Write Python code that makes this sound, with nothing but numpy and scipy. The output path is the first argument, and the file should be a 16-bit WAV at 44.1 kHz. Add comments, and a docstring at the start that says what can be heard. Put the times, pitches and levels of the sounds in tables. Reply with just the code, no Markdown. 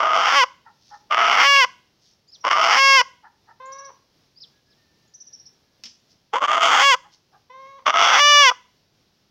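"""Open field: a rooster, held in a hand close by, squawks five times.
Membrane pulses drive throat, mouth and beak resonances; each squawk starts as a sputtering rasp,
opens into a rough scream, locks into a clear note and sags. Between squawks he gasps, whines softly
and rustles his feathers. Behind him: faint air noise, a twittering songbird, a distant crow from
another rooster and one dry double snap."""
import sys
import numpy as np
from scipy import signal
from scipy.fft import rfft, irfft, next_fast_len
from scipy.io import wavfile
from scipy.ndimage import uniform_filter1d, minimum_filter1d, map_coordinates

SR = 44100
rng = np.random.default_rng(int(sys.argv[2]) if len(sys.argv) > 2 else 0)


def to_wav(sig):
    """Store sig (one row per channel, or 1-D mono) as 16-bit WAV at the path in sys.argv[1].

    Samples outside -1..1 are clipped; the rate is SR.
    """
    pcm = np.clip(np.atleast_2d(sig), -1, 1) * 32767
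    pcm = np.round(pcm).astype(np.int16)
    wavfile.write(sys.argv[1], SR, pcm.T)  # frames by channels


N = 410130
T = np.arange(N) / SR
GRID_HZ = np.fft.rfftfreq(4096, 1 / SR)
CROAK_ONSET_S = 0.017


def amp(db):
    """Decibels to gain."""
    return 10 ** (np.asarray(db) / 20)


def unit(x):
    """x at rms 1."""
    return x / np.sqrt(np.mean(x ** 2) + 1e-20)


def steady(x, window_s):
    """x with its running rms held at 1."""
    window = signal.windows.hann(int(window_s * SR) | 1)
    power = np.abs(signal.fftconvolve(x ** 2, window / window.sum(), "same"))
    return x / np.sqrt(power + 1e-4 * np.mean(x ** 2))


def along(points, hz):
    """Interpolate (f/Hz, value) points on a log frequency axis."""
    points_hz, values = np.transpose(points)
    return np.interp(np.log(hz + 1), np.log(points_hz), values)


def ramp(t, centre, width):
    """Smooth step from 0 to 1."""
    return .5 + .5 * np.sin(np.pi * np.clip((t - centre) / width, -.5, .5))


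def bump(t, centre_s, half_s):
    """Gaussian of height 1."""
    return np.exp(-((t - centre_s) / half_s) ** 2)


def wobble(t, rate_hz):
    """Smooth random curve, rate_hz knots a second."""
    knot = (t - t[0]) * rate_hz
    return map_coordinates(rng.standard_normal(int(knot[-1]) + 4), [knot])


def resonances(modes):
    """Gain of steep-sided resonances: f/Hz, half width/Hz, level/dB."""
    return sum(amp(db) / (1 + ((GRID_HZ - hz) / width_hz) ** 2) for hz, width_hz, db in modes)


def colour(x, gain):
    """x through the minimum-phase filter with this gain."""
    cepstrum = irfft(np.log(np.maximum(gain, 1e-6)))
    half = len(cepstrum) // 2
    cepstrum[1:half] *= 2
    cepstrum[half + 1:] = 0
    return signal.fftconvolve(x, irfft(np.exp(rfft(cepstrum))))[:len(x)]


def noise(gain):
    """Coloured noise of rms 1."""
    return unit(colour(rng.standard_normal(N), gain))


def pulses(at, sizes, length):
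    """Band-limited pulses at fractional sample positions."""
    index = np.floor(at)[:, None].astype(int) + np.arange(-7, 9)
    offset = index - at[:, None]
    shape = np.sinc(offset) * np.cos(np.pi * offset / 16) ** 2
    inside = (index >= 0) & (index < length)
    return np.bincount(index[inside], (sizes[:, None] * shape)[inside], length)


def ring(x, hz, width_hz):
    """x through a resonance that follows the curve hz."""
    carrier = np.exp(2j * np.pi * np.cumsum(hz) / SR)
    pole = np.exp(-2 * np.pi * width_hz / SR)
    return 2 * np.real(carrier * signal.lfilter([1 - pole], [1, -pole], x / carrier))


def allpass(x, hz, width_hz):
    """Delays sound near hz, which spreads each pulse."""
    pole = np.exp(-2 * np.pi * width_hz / SR)
    a = np.array([1, -2 * pole * np.cos(2 * np.pi * hz / SR), pole ** 2])
    return signal.lfilter(a[::-1], a, x)


def air(level_db=-65):
    """Faint, slightly wavering outdoor noise."""
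    # spectrum: f/Hz, level/dB
    spectrum = [(15, -48.5), (25, -18), (137, -6), (291, -12), (333, -12), (812, -18.5), (881, -19),
                (1090, -21.5), (2260, -23.5), (5520, -18), (8050, -40.5), (15800, -36)]
    return amp(level_db + 1.1 * wobble(T, 11)) * noise(amp(along(spectrum, GRID_HZ)))


def field_echo(x, delay_s=0.0072):
    """Trees and walls scatter a thin tail back."""
    # tail decay: f/Hz, t60/s
    decay = [(200, 0.4), (1000, 0.33), (3200, 0.5), (5500, 0.26), (9000, 0.76)]
    # initial tail spectrum: f/Hz, level/dB
    spectrum = [(200, -5.5), (1000, 1.5), (2500, -7), (4000, -4.5), (5500, 4.5), (8000, -6), (15000, -15)]
    hz, t, bins = signal.stft(rng.standard_normal(SR), SR, nperseg=256)
    bins = bins * amp(along(spectrum, hz)[:, None] - 60 * t / along(decay, hz)[:, None])
    tail = signal.istft(bins, SR, nperseg=256)[1]
    return signal.fftconvolve(x, np.pad(tail / np.linalg.norm(tail), (int(delay_s * SR), 0)))[:N]


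def foliage(x, decay_s=0.0078):
    """Leaves and ground smear a sound with many faint early reflections."""
    t = T[:SR // 10]
    scatter = rng.standard_normal(len(t)) * np.exp(-t / decay_s)
    return signal.fftconvolve(x, scatter / np.linalg.norm(scatter))[:N]


def far_crow(blur_hz=22, sag_hz_per_s=140, fade_db_per_s=9.5):
    """Only a distant rooster's strongest overtone arrives, blurred; each syllable sinks and fades."""
    # start/s, end/s, f/Hz, level/dB
    syllables = [(4.53, 4.61, 1660, -69), (4.67, 4.74, 1690, -68), (4.77, 5.82, 1818, -71.5)]
    out = np.zeros(N)
    for start_s, end_s, hz, db in syllables:
        age_s = np.clip(T - start_s, 0, end_s - start_s)
        phase = 2 * np.pi * np.cumsum(hz - sag_hz_per_s * age_s + blur_hz * wobble(T, 90)) / SR
        gate = ramp(T, start_s, 0.039) * (1 - ramp(T, end_s, 0.052))
        out += amp(db - fade_db_per_s * age_s + 2.2 * wobble(T, 44)) * gate * np.sin(phase)
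    return out


def songbird(chip_period_s=.0634, chip_s=0.029):
    """Twitters and down-slurs; every note flicks to a turning pitch and slides away."""
    # a whistle, then chips: whistle/s, last chip/s, first chip f/Hz, whistle/dB, chip/dB
    twitters = [(2.276, 2.408, 5990, -61, -49.5), (3.654, 3.844, 6120, -47.5, -40.5),
                (5.073, 5.455, 6200, -63, -40)]
    # down-slurs: t/s, level/dB
    slurs = [(2.313, -46.5), (4.398, -42), (4.69, -63.5)]
    # note shapes: length/s, start/Hz, turn/Hz, end/Hz
    whistle = (0.018, 4400, 6900, 6780)
    slur = (0.057, 3600, 5550, 3000)
    lead_in = (.042, 4300, 4720, 5250)
    notes = []
    for at_s, last_s, first_hz, whistle_db, chip_db in twitters:
        notes.append((at_s, whistle_db, *whistle))
        for k in range(round((last_s - at_s) / chip_period_s)):
            hz = first_hz * (1 - 0.015 * k)
            db = chip_db - 1.2 * k + 3 * rng.standard_normal()
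            notes.append((at_s + (k + 1) * chip_period_s, db, chip_s, .69 * hz, hz, .92 * hz))
    for at_s, db in slurs:
        notes += [(at_s - lead_in[0], db - 7.5, *lead_in), (at_s, db, *slur)]
    out = np.zeros(N)
    for at_s, db, length_s, start_hz, turn_hz, end_hz in notes:
        progress = np.arange(int(length_s * SR)) / (length_s * SR)
        flick_hz = (start_hz - turn_hz) * np.clip(1 - progress / 0.34, 0, 1) ** 2
        slide_hz = (end_hz - turn_hz) * ramp(progress, .6, 0.9)
        hz = (turn_hz + flick_hz + slide_hz) * (1 + 0.024 * wobble(progress * length_s, 900))
        note = amp(db) * np.sin(np.pi * progress) * np.sin(2 * np.pi * np.cumsum(hz) / SR)
        out[int(at_s * SR):][:len(note)] += note
    return out


def snaps(gain_db=-3, max_t60_s=.12):
    """Two dry cracks in quick succession."""
    # t/s, relative level/dB, t60 before the cap/s
    bursts = [(5.837, -30.5, 0.064), (5.855, -35.5, 0.41)]
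    # f/Hz, level/dB
    spectrum = [(120, -44), (200, -10.5), (268, -11.5), (345, -46.5), (515, -23.5), (690, -26), (842, -25),
                (2850, -11), (3120, -6), (4100, -12), (5300, -0.5), (9140, -41), (15500, -44)]
    decay = sum(amp(db - 60 * np.abs(T - at_s) / min(t60_s, max_t60_s)) * (T >= at_s)
                for at_s, db, t60_s in bursts)
    return amp(gain_db) * decay * noise(amp(along(spectrum, GRID_HZ)))


def rustles():
    """Feathers slide over the hand."""
    # t/s, half length/s, level/dB
    slides = [(0.903, 0.097, -58.5), (2.075, 0.063, -60), (6.115, 0.022, -60.5), (7.141, 0.02, -56.5)]
    # f/Hz, level/dB
    spectrum = [(500, -32.5), (2500, -11), (3300, -3.5), (5500, 5.5), (6400, -2), (7500, -21), (15000, -33)]
    swell = sum(amp(db) * bump(T, at_s, half_s) for at_s, half_s, db in slides)
    return swell * unit(noise(amp(along(spectrum, GRID_HZ))) * amp(3 * wobble(T, 280)))


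def gasps():
    """Quick gulps of air sound the rooster's windpipe."""
    # t/s, half length/s, level/dB, lowest resonance/Hz
    gulps = [(0.679, 0.023, -48.5, 896), (0.939, 0.027, -44, 863), (3.26, 0.021, -45, 863),
             (3.502, 0.024, -49.5, 874), (7.057, 0.023, -52.5, 850), (7.35, 0.02, -54, 781)]
    # modes: ratio to lowest resonance, half width/Hz, level/dB
    windpipe = [(1, 59.9, 3), (1.52, 79.7, -3.5), (2.04, 100.1, -6.5)]
    out = np.zeros(N)
    for at_s, half_s, db, hz in gulps:
        pipe = resonances([(hz * ratio, width_hz, mode_db) for ratio, width_hz, mode_db in windpipe])
        out += amp(db) * np.exp(-np.abs((T - at_s) / half_s) ** 3) * noise(pipe)
    return out


def whines(sag_s=0.032, fade_db_per_s=10.5, flutter_db=2):
    """A thin note through a nearly shut beak creeps up, then sags and roughens as the air runs out."""
    # start/s, end/s, start pitch/Hz, top pitch/Hz, level/dB
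    notes = [(3.602, 3.895, 509.7, 556.6, -40), (7.5, 7.8, 498.3, 552, -43.5)]
    # one list per note: harmonic number, level/dB
    spectra = [
        [(1, -2.5), (2, 5.5), (3, -6.5), (4, -9.5), (5, -20), (6, -22.5), (7, -19.5), (8, -25), (9, -43),
         (10, -33), (11, -28), (12, -34)],
        [(1, -7.5), (2, 1), (3, -16.5), (4, -11.5), (5, -23.5), (6, -21), (7, -21.5), (8, -28.5), (9, -39),
         (10, -31), (11, -27.5), (12, -34)],
    ]
    out = np.zeros(N)
    for (start_s, end_s, start_hz, top_hz, db), harmonics in zip(notes, spectra):
        span = (T > start_s - .02) & (T < end_s + .08)
        t = T[span]
        risen = np.clip((t - start_s) / (end_s - sag_s - start_s), 0, 1) ** 0.6
        pitch_hz = (start_hz + (top_hz - start_hz) * risen) * (1 - 0.1 * ramp(t, end_s - .01, sag_s))
        spent = ramp(t, end_s - .005, 0.017)
        jitter = 0.0051 * wobble(t, 22) + (0.013 + 0.1155 * spent) * wobble(t, 500)
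        phase = 2 * np.pi * np.cumsum(pitch_hz * (1 + jitter)) / SR
        tone = unit(sum(amp(harmonic_db + flutter_db * wobble(t, 22) * (k > 2)) * np.sin(k * phase)
                        for k, harmonic_db in harmonics))
        shimmer_db = (.5 + 3 * spent) * wobble(t, 250)
        fade_db = fade_db_per_s * (t - start_s) + 360 * np.maximum(t - end_s + 0.009, 0)
        out[span] = tone * amp(db + shimmer_db - fade_db) * ramp(t, start_s, .01)
    return out


def voice_cracks(width_hz=220):
    """The membranes slip for a cycle and knock the throat's upper resonance."""
    # t/s, half length/s, level/dB, f/Hz
    slips = [(1.564, 0.0022, -16.5, 2742), (1.61, .002, -25, 3004)]
    return sum(amp(db) * bump(T, at_s, half_s) * steady(noise(resonances([(hz, width_hz, 0)])), .01)
               for at_s, half_s, db, hz in slips)


def gesture(t, stages, effort, croak, lock_s=.045, spent_hz=482.4, flutter_hz=39):
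    """Pitch, level, brightness: pressure builds, the beak opens, the note holds, the air runs out."""
    start_s, open_s, locks_s, _, sags_s, breaks_s, _ = stages
    held_hz, rasp_db, peak_db, rasp_bright_db, note_bright_db = effort
    held = np.clip((t - locks_s) / (sags_s - locks_s), 0, 1)
    spent = np.clip((t - sags_s) / (breaks_s - sags_s), 0, 1)
    rough = 1 - ramp(t, locks_s - lock_s / 4, lock_s)
    # the scream lies flat, the note arches and sinks, the croak flips up
    pitch_hz = held_hz * (1 - .085 * rough - .016 * (2 * held - 1) ** 2)
    pitch_hz += (spent_hz - pitch_hz) * spent ** 1.4
    pitch_hz *= 1 + 0.067 * croak
    level_db = rasp_db + (peak_db - rasp_db) * held - 1.5 * spent + 3.5 * croak
    level_db += rough * wobble(t, flutter_hz)
    onset = np.exp(-np.abs(t - start_s) / 0.024)
    opening = ramp(t, open_s - 0.014, 0.66)
    shutting = ramp(t, breaks_s + CROAK_ONSET_S / 2, .04)
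    bright_db = rasp_bright_db + (note_bright_db - rasp_bright_db) * opening
    bright_db -= 0.5 * onset + 1.76 * held + 10.5 * shutting
    bright_db += 1.77 * rough * wobble(t, flutter_hz)
    pitch_hz *= 1 + 0.0015 * wobble(t, 70) + .0018 * wobble(t, 25)
    return pitch_hz, level_db, bright_db


def syrinx(t, pitch_hz, chaos, sputter, doubling, scatter_db=4.5, hiss=0.15):
    """One membrane slap a cycle: uneven in chaos and sputter, alternating when the period doubles."""
    cycles = np.cumsum(pitch_hz) / SR
    k = np.arange(1, int(cycles[-1]))
    at = np.interp(k, cycles, np.arange(len(t)))
    i = at.astype(int)
    timing, strength = rng.standard_normal((len(k), 2)).T
    alternation = (-1) ** k * doubling[i]
    jitter = 0.0015 + .12 * chaos[i] + .22 * sputter[i]
    at += SR / pitch_hz[i] * (timing * jitter + .035 * alternation)
    size_db = np.clip(strength, -2, 1.5) * scatter_db * (chaos[i] + sputter[i])
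    slaps = pulses(at, amp(size_db) * (1 + 0.22 * alternation), len(t))
    turbulence = (.01 + chaos) * rng.standard_normal(len(t)) * np.sin(np.pi * cycles) ** 2
    return slaps + hiss * turbulence


def voice_colour(source, slack, locked, windpipe_hz, head):
    """Throat, mouth and beak resonances shift from rasp to scream to note; a faint sizzle lies on top."""
    # f/Hz, half width/Hz, rasp/dB, scream/dB, note/dB
    peaks = [(455.5, 83, -17.5, -25.5, -43.5), (700, 36, -14, -25, -26.5), (815, 61, -15, 1, -26.5),
             (1020, 230, -9, -19.5, 8.5), (1230, 240, -1.5, 4.5, -21.5), (1610, 200, -27, -15.5, -11),
             (2096, 160, -8.5, -5, -1.5), (2897, 240, -11.5, -10.5, -4.5), (4870, 820, -33.5, -24.5, -16),
             (9900, 1500, -62.5, -53, -38.5), (15300, 380, -57.5, -43, -39)]
    throat = peaks[:-2]
    top_ring = peaks[-2:]  # faint high sizzle and a thin ring near 15 kHz on loud squawks
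    # resonance levels before the pose's gain: rasp/dB, scream/dB, note/dB
    mouth = (-17, -12.5, -12.5)
    beak = (-21.5, -16, -14.5)
    # radiation from the head: f/Hz, level/dB
    radiation = [(15, -27), (45, -9), (170, -9.5), (260, 0), (380, -2.5), (480, 0), (3450, 5), (3950, -2.5),
                 (4600, 5), (6500, 4), (8000, -3), (10000, -6.5), (15000, 3.5)]
    beak_hz, beak_width_hz, beak_db, mouth_hz, mouth_db = head
    modes = np.array([*throat, *top_ring, (mouth_hz, 190, *np.add(mouth, mouth_db)),
                      (beak_hz, beak_width_hz, *np.add(beak, beak_db))])
    hz, width_hz, *stage_db = modes.T
    radiated = amp(along(radiation, GRID_HZ))
    shares = [slack, (1 - slack) * (1 - locked), (1 - slack) * locked]
    rasp, scream, note = (colour(source * share, resonances(zip(hz, width_hz, db)) * radiated)
                          for share, db in zip(shares, stage_db))
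    # sparse slaps leave the windpipe ringing, also about an octave below its resonance
    upper = ring(rasp, windpipe_hz, width_hz=14)
    lower = ring(rasp, windpipe_hz * .53, width_hz=10)
    rasp = rasp + np.std(rasp) * (amp(0.5) * unit(upper) + amp(-9) * unit(lower))
    note = allpass(note, hz=2880, width_hz=180)
    return rasp + allpass(scream + note, hz=1670, width_hz=310)


def beak_balance(voice, bright_db, split_hz=1550):
    """A wider beak lets out more treble: the upper band is set bright_db above the lower."""
    low = signal.sosfiltfilt(signal.butter(6, split_hz, fs=SR, output="sos"), voice)
    return steady(low, 0.021) + amp(bright_db) * steady(voice - low, 0.03)


def squawk(stages, effort, pose, stretch_s=.085, attack_db_per_s=3400, release_db_per_s=2300):
    """Rising pressure takes the voice from rasp to scream to a clear note, which ends in a croak."""
    # the voice catches: t/s, half length/s, depth/dB
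    catches = [(1.16, 0.0086, 10), (2.497, .007, 21), (6.381, 0.0077, 5.5), (6.401, 0.01, 23.5),
               (6.47, 0.007, 34), (6.6, 0.011, 11), (7.923, 0.011, 18), (8.508, 0.0056, 17.5)]
    start_s, open_s, locks_s, clear_s, _, breaks_s, end_s = stages
    *head, echo_db, rest_hz, stretched_hz = pose
    span = (T > start_s - .05) & (T < end_s + .05)
    t = T[span]
    croak = ramp(t, breaks_s + CROAK_ONSET_S / 2, CROAK_ONSET_S)
    pitch_hz, level_db, bright_db = gesture(t, stages, effort, croak)
    # the resonance climbs as the neck stretches and falls back at the lock
    windpipe_hz = stretched_hz + (rest_hz - stretched_hz) * np.exp(-np.maximum(t - start_s, 0) / stretch_s)
    windpipe_hz *= (1 - .12 * ramp(t, locks_s - .03, .1)) * (1 + 0.0051 * wobble(t, 60))
    sputter = 1 - ramp(t, open_s - .025, .22)
    slack = sputter + .5 * croak
    locked = ramp(t, locks_s - .003, 0.046) * (1 - 0.39 * croak)
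    doubling = (1 - slack) * (1 - ramp(t, clear_s - .008, 0.042))
    source = syrinx(t, pitch_hz, 1 - locked, sputter, doubling)
    voice = voice_colour(source, slack, locked, windpipe_hz, head)
    voice = beak_balance(voice, bright_db - 12 * ramp(t, breaks_s + CROAK_ONSET_S, 0.012))
    catch_db = sum(depth_db * bump(t, at_s, half_s) for at_s, half_s, depth_db in catches)
    attack_db = attack_db_per_s * np.maximum(start_s - t, 0)
    release_db = release_db_per_s * np.maximum(t - end_s + 0.0059, 0)
    out = np.zeros(N)
    out[span] = voice * amp(level_db - catch_db - attack_db - release_db)
    return out + amp(echo_db) * field_echo(out)


def squawks():
    """Five squawks, each with its own timing, drive and head pose."""
    # start/s, beak open/s, pitch locks/s, clear from/s, sags from/s, breaks up/s, end/s
    stages = [(0, .22, .352, .40, .378, .426, .446), (1.111, 1.35, 1.44, 1.475, 1.582, 1.635, 1.654),
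              (2.447, 2.68, 2.775, 2.795, 2.957, 3.003, 3.021),
              (6.337, 6.70, 6.82, 6.85, 6.896, 6.934, 6.953),
              (7.864, 8.08, 8.188, 8.203, 8.408, 8.492, 8.521)]
    # held pitch/Hz, low-band rasp/dB, low-band peak/dB, rasp brightness/dB, note brightness/dB
    efforts = [(570.6, -18.5, -15, -13.5, 2.5), (562.6, -18.5, -17.5, -6.5, 6),
               (547.7, -18, -15.5, -8, 4.5), (559.7, -17.5, -15.5, -10.5, 3.5),
               (585, -17.5, -14.5, -6.5, 4.5)]
    # beak f/Hz, beak half width/Hz, beak gain/dB, mouth f/Hz, mouth gain/dB, echo/dB,
    # windpipe at rest/Hz, windpipe stretched/Hz
    poses = [ (5480, 600, -3.5, 3200, 0.5, -28, 1170, 1265), (5570, 400, -7, 3200, -7, -26, 1180, 1320),
             (5370, 530, 1, 3150, -6.5, -28, 960, 1290), (6563, 1100, -4.5, 3280, 5, -30.5, 840, 1280),
             (5780, 410, 1.5, 3380, 4.5, -30, 1120, 1335), ]
    return sum(squawk(*rows) for rows in zip(stages, efforts, poses))


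def scene():
    """Nearly dry squawks over softer sounds with more echo; both channels are the same."""
    rooster = squawks()
    soft = whines() + gasps() + rustles()
    bird, snap = songbird(), snaps()
    background = bird + amp(-2.5) * foliage(bird) + snap + air()
    echo = field_echo(amp(-12.5) * soft + amp(-12) * bird + amp(-10) * snap)
    mono = rooster + voice_cracks() + soft + background + far_crow() + echo
    return np.array([mono, mono])


def record(dry, ceiling=.82, top_hz=15800):
    """Peak limiter, then a brick-wall low-pass."""
    needed = np.minimum(1, ceiling / (np.abs(dry[0]) + 1e-9))
    held = minimum_filter1d(needed, size=131)
    gain = uniform_filter1d(uniform_filter1d(held, size=65), size=65)
    size = next_fast_len(N + SR)
    passband = np.fft.rfftfreq(size, 1 / SR) < top_hz
    return irfft(rfft(dry * gain, size) * passband, size)[:, :N]


dry = scene()
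out = record(dry)
to_wav(out)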